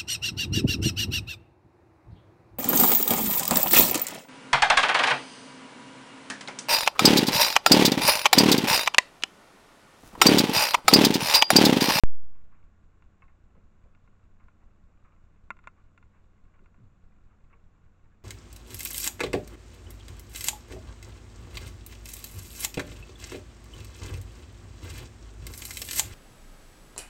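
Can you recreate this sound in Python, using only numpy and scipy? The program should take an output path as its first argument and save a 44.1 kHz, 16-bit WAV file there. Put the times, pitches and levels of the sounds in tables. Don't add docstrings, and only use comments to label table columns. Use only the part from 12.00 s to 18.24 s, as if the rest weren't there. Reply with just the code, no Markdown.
import sys
import numpy as np
from scipy import signal
from scipy.fft import rfft, irfft
from scipy.io import wavfile
from scipy.ndimage import uniform_filter1d

SR = 44100
rng = np.random.default_rng(int(sys.argv[2]) if len(sys.argv) > 2 else 0)


def store_wav(level_fs):
    pcm = np.round(np.clip(np.atleast_2d(level_fs), -1, 1) * 32767)
    wavfile.write(sys.argv[1], SR, pcm.T.astype(np.int16))


N = 275184
TIME = np.arange(N) / SR


def from_db(db):
    return 10 ** (np.asarray(db) / 20)


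def rms_one(x):
    return x / np.sqrt(np.mean(x ** 2) + 1e-20)


def butter(x, hz, kind, order=2):
    return signal.sosfilt(signal.butter(order, np.minimum(hz, .45 * SR), kind, fs=SR, output="sos"), x)


def resonance(x, hz, width_hz):
    return signal.lfilter(*signal.iirpeak(hz, hz / width_hz, fs=SR), x)


def coloured(x, spectrum):
    hz, db = np.transpose(spectrum)
    bins = np.maximum(np.fft.rfftfreq(N, 1 / SR), 1)
    curve_db = np.interp(np.log(bins), np.log(hz), db)
    return rms_one(irfft(rfft(x) * from_db(curve_db), N))


def decay(t, t60):
    return np.exp(-np.log(1000) * t / t60)


def swell(t, rise_s, t60):
    shape = (1 - np.exp(-t / rise_s)) * decay(t, t60)
    return shape / shape.max()


def add(out, start_s, sound):
    at = max(round(start_s * SR), 0)
    out[at:at + len(sound)] += sound[:max(N - at, 0)]


def switch_on_pop(start_s=.0363, step_db=-9.0, settle_s=0.12):
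    out = np.zeros(N)
    add(out, start_s, from_db(step_db) * np.exp(-TIME / settle_s))
    return out


# frequency in Hz, relative level in dB.
RUMBLE_EQ = [(5, -4.5), (15, 1.5), (40, -9), (80, -17), (130, -20), (190, -18), (260, -26.5), (450, -29.5),
             (800, -34), (1500, -46), (3000, -71)]
# frequency in Hz, relative level in dB.
HISS_EQ = [(500, -2), (3700, 1.5), (5000, -2), (7000, 2.5), (8000, -7.5), (8900, -25), (16000, -26.5)]

def rumble_and_hiss(rumble_db=-58.5, hiss_db=-77.5):
    rumble = from_db(rumble_db) * coloured(rng.standard_normal(N), RUMBLE_EQ)
    hiss = from_db(hiss_db) * coloured(rng.standard_normal(N), HISS_EQ)
    return rumble + hiss


# frequency in Hz, relative level in dB.
DRIZZLE_EQ = [(500, -17.5), (880, -8.5), (1100, 5), (1260, -1.5), (1420, 3), (1850, -7), (2150, -6.5),
              (2700, -9), (3100, -8.5), (4500, -25.5), (8000, -47)]

def drizzle(level_db=-76, drops_per_s=900, size_db=3.0, wash=.8):
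    sizes = from_db(size_db * np.minimum(rng.exponential(1, N), 4))
    polarity = rng.choice([-1, 1], N)
    grains = rms_one(sizes * polarity * (rng.random(N) < drops_per_s / SR))
    return from_db(level_db) * coloured(grains + wash * rng.standard_normal(N), DRIZZLE_EQ)


# multiple of the frame rate, rms level in dB.
HUM_PARTIALS = [(2, -71.5), (3, -67.5), (5, -81), (7, -78), (8, -86.5), (9, -87.5), (10, -86), (11, -86.5),
                (15, -101.5)]

def frame_hum(frame_hz=30.03):
    return sum(np.sqrt(2) * from_db(db) * np.sin(2 * np.pi * (multiple * frame_hz * TIME + rng.random()))
               for multiple, db in HUM_PARTIALS)


def card_writes(first_s=.0385, period_s=.2, write_s=0.0233, bump_db=-45, tick_db=-74, fizz_db=-82):
    since = (TIME - first_s) % period_s
    writing = 1. * (since < write_s)
    bump = butter(butter(writing, 16, "high", order=1), 110, "low")
    tick = rms_one(resonance(rng.standard_normal(N), hz=3900, width_hz=700))
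    tick *= swell(since, rise_s=.0005, t60=0.032)
    fizz = rms_one(butter(rng.standard_normal(N), [1000, 7800], "band", order=10)) * writing
    return from_db(bump_db) * bump + from_db(tick_db) * tick + from_db(fizz_db) * fizz


# multiple of its pitch, ring level in dB, ring t60 in seconds,
# level under spray in dB, bandwidth under spray in Hz.
LEAF_MODES = [(1.001, 0.5, 0.14, 9.5, 198), (1.3, -24, 0.011, -3.5, 354), (1.75, 0.5, 0.0075, -5, 300),
              (2.008, 4.5, 0.036, -8, 260), (2.4, 2.5, 0.032, -16, 298)]

def leaf_ring(t, pitch_hz):
    return sum(from_db(db) * np.cos(2 * np.pi * pitch_hz * ratio * t) * decay(t, t60)
               for ratio, db, t60, _, _ in LEAF_MODES)


def leaf_spray(t, pitch_hz, grain_db=3.5):
    spray = rng.standard_normal(len(t)) * from_db(grain_db * rng.standard_normal(len(t)))
    return rms_one(sum(from_db(db) * resonance(spray, pitch_hz * ratio, width_hz)
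                       for ratio, _, _, db, width_hz in LEAF_MODES))


def at_depth(depth, front, inside):
    return front * (inside / front) ** depth


# start in seconds, spray level in dB, leaf pitch in Hz,
# depth in the foliage from 0 (in front) to 1 (far inside).
LEAF_HITS = [(0.348, -69, 1070, 0.68), (.513, -65.5, 1140, 0.98), (.627, -70, 1130, .3),
             (1.2211, -57, 1086, .02), (1.2805, -63, 1040, 0.36), (1.55, -69, 1060, .65),
             (2.398, -63.5, 1090, 0.6), (2.610, -69, 910, .65), (3.044, -64, 1220, 0.73),
             (3.122, -71, 1167, .05), (3.632, -64, 1290, 0.69), (3.766, -69.5, 1150, 0.88),
             (4.131, -67, 1080, 0.89), (4.539, -65, 1116, 0.52), (5.29, -71.5, 1250, .95),
             (5.498, -66, 1310, 0.63), (5.5291, -60, 1106, 0.2), (6.117, -70.5, 1664, .02)]

def leaf_drops(stray_count=40, stray_db=-73, stray_spread_db=3.5):
    t, out = TIME[:SR // 3], np.zeros(N)
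    for start_s, db, pitch_hz, depth in LEAF_HITS:
        smear = swell(t, rise_s=at_depth(depth, 0.0008, 0.014), t60=at_depth(depth, .095, 0.33))
        blow = at_depth(depth, from_db(2.5), from_db(-13)) * leaf_ring(t, pitch_hz)
        add(out, start_s, from_db(db) * (leaf_spray(t, pitch_hz) * smear + blow))
    for when, softness, tuning in rng.random((stray_count, 3)):
        drip = leaf_ring(t, pitch_hz=900 + 500 * tuning)
        add(out, when * N / SR, from_db(stray_db - stray_spread_db * softness) * drip)
    return butter(butter(out, 2850, "low", order=10), 650, "high")


# frequency in Hz, level in dB, t60 in seconds,
# polarity at the microphone.
HOUSING_MODES = [(213, -25.5, 0.088, 1), (328, -24.5, 0.035, 1), (655, -7.5, 0.0174, 1),
                 (673, -8, 0.013, -1), (1011, -7.5, 0.025, 1), (1058, -16, 0.068, 1), (1080, -16, 0.047, 1),
                 (1200, -22, 0.07, 1), (1335, -19.5, 0.078, -1), (1398, -0.1, 0.023, 1),
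                 (1476, -8.5, 0.027, -1), (1705, -20, 0.025, 1), (1817, -14, 0.023, -1),
                 (2000, -0.5, 0.0089, 1), (2065, 1.5, 0.015, -1), (2090, -3, 0.027, 1),
                 (2460, -5, 0.011, -1), (2600, -22, 0.049, -1), (2710, 1.67, 0.013, 1),
                 (2727, 2, 0.018, -1), (3625, -15, 0.017, -1), (3940, -21, 0.014, -1),
                 (4470, -20, 0.015, -1), (5770, -31.5, 0.024, 1), (6876, -20.5, 0.011, 1),
                 (7580, -26, 0.015, -1)]
# start in seconds, level in dB, tilt toward the treble in dB.
HOUSING_HITS = [(1.0231, -52.5, 2.5), (1.9494, -53, 12), (2.0764, -55.5, -12), (2.484, -51, -8),
                (3.5047, -23.5, -0.5), (3.5685, -49.5, 13), (3.5901, -47, 2), (3.64, -49, 4),
                (3.6728, -30.5, 1.5), (3.9772, -45, 10), (4.027, -52, 2), (4.5918, -57, -14),
                (4.6596, -52.5, 0), (4.7440, -57.5, -9)]

def housing_taps(contact_hz=7800, tilt_hz=2200, spot_spread_db=2.5, gain_db=2.5):
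    t, out = TIME[:SR // 6], np.zeros(N)
    modes = np.array([np.sign(polarity) * from_db(db) * np.cos(2 * np.pi * hz * t) * decay(t, t60)
                      for hz, db, t60, polarity in HOUSING_MODES])
    for start_s, db, tilt_db in HOUSING_HITS:
        spot = uniform_filter1d(rng.standard_normal(len(modes)), size=3)
        ring = butter(from_db(spot_spread_db * spot) @ modes, contact_hz, "low", order=12)
        body = butter(ring, tilt_hz, "low", order=1)
        tap = body * from_db(-tilt_db) + (ring - body) * from_db(tilt_db)
        add(out, start_s, from_db(db + gain_db) * tap / np.abs(tap).max())
    return out


def foliage_echo(x, t60=0.18, wet_db=-42):
    t = TIME[:SR // 2]
    tail = butter(rng.standard_normal(len(t)), [600, 3000], "band") * swell(t, .006, t60)
    return from_db(wet_db) * signal.fftconvolve(x, tail / np.linalg.norm(tail))[:N]


# start in seconds, level in dB, pitch in Hz.
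GROUND_HITS = [(1.552, -66, 512), (1.559, -64.5, 175), (1.845, -68, 497), (4.596, -67.5, 356),
               (4.775, -60, 194), (4.799, -56.5, 103), (5.534, -72.5, 460)]

def ground_thuds(rise_s=0.0074, width_share=0.31, damping_hz=350):
    t, out = TIME[:SR // 2], np.zeros(N)
    for start_s, db, hz in GROUND_HITS:
        band = resonance(rng.standard_normal(len(t)), hz, width_share * hz)
        body = rms_one(resonance(band, hz, 2 * width_share * hz))
        envelope = swell(t, rise_s, t60=0.73 * np.exp(-hz / damping_hz))
        add(out, start_s, from_db(db) * body * envelope)
    return out


def scene():
    pop = switch_on_pop()
    mic_on = pop > 0
    taps = housing_taps()
    drops = taps + foliage_echo(taps) + leaf_drops() + ground_thuds() + drizzle()
    bed = rumble_and_hiss() + frame_hum() + card_writes()
    return (pop + mic_on * (drops + bed))[None]


def record(dry, converter_noise_db=-99, cutoff_hz=16000):
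    x = dry - 0.61 * resonance(dry, hz=3150, width_hz=340)
    x = x - 0.31 * resonance(x, hz=6460, width_hz=290)
    x = x - 0.53 * resonance(x, hz=4500, width_hz=5940)
    x = x + 3.12 * resonance(x, hz=7910, width_hz=1250)
    x = butter(x, 3740, "low")
    x = x + from_db(converter_noise_db) * rng.standard_normal(N)
    return butter(x, cutoff_hz, "low", order=12)


dry = scene()
out = record(dry)
store_wav(out)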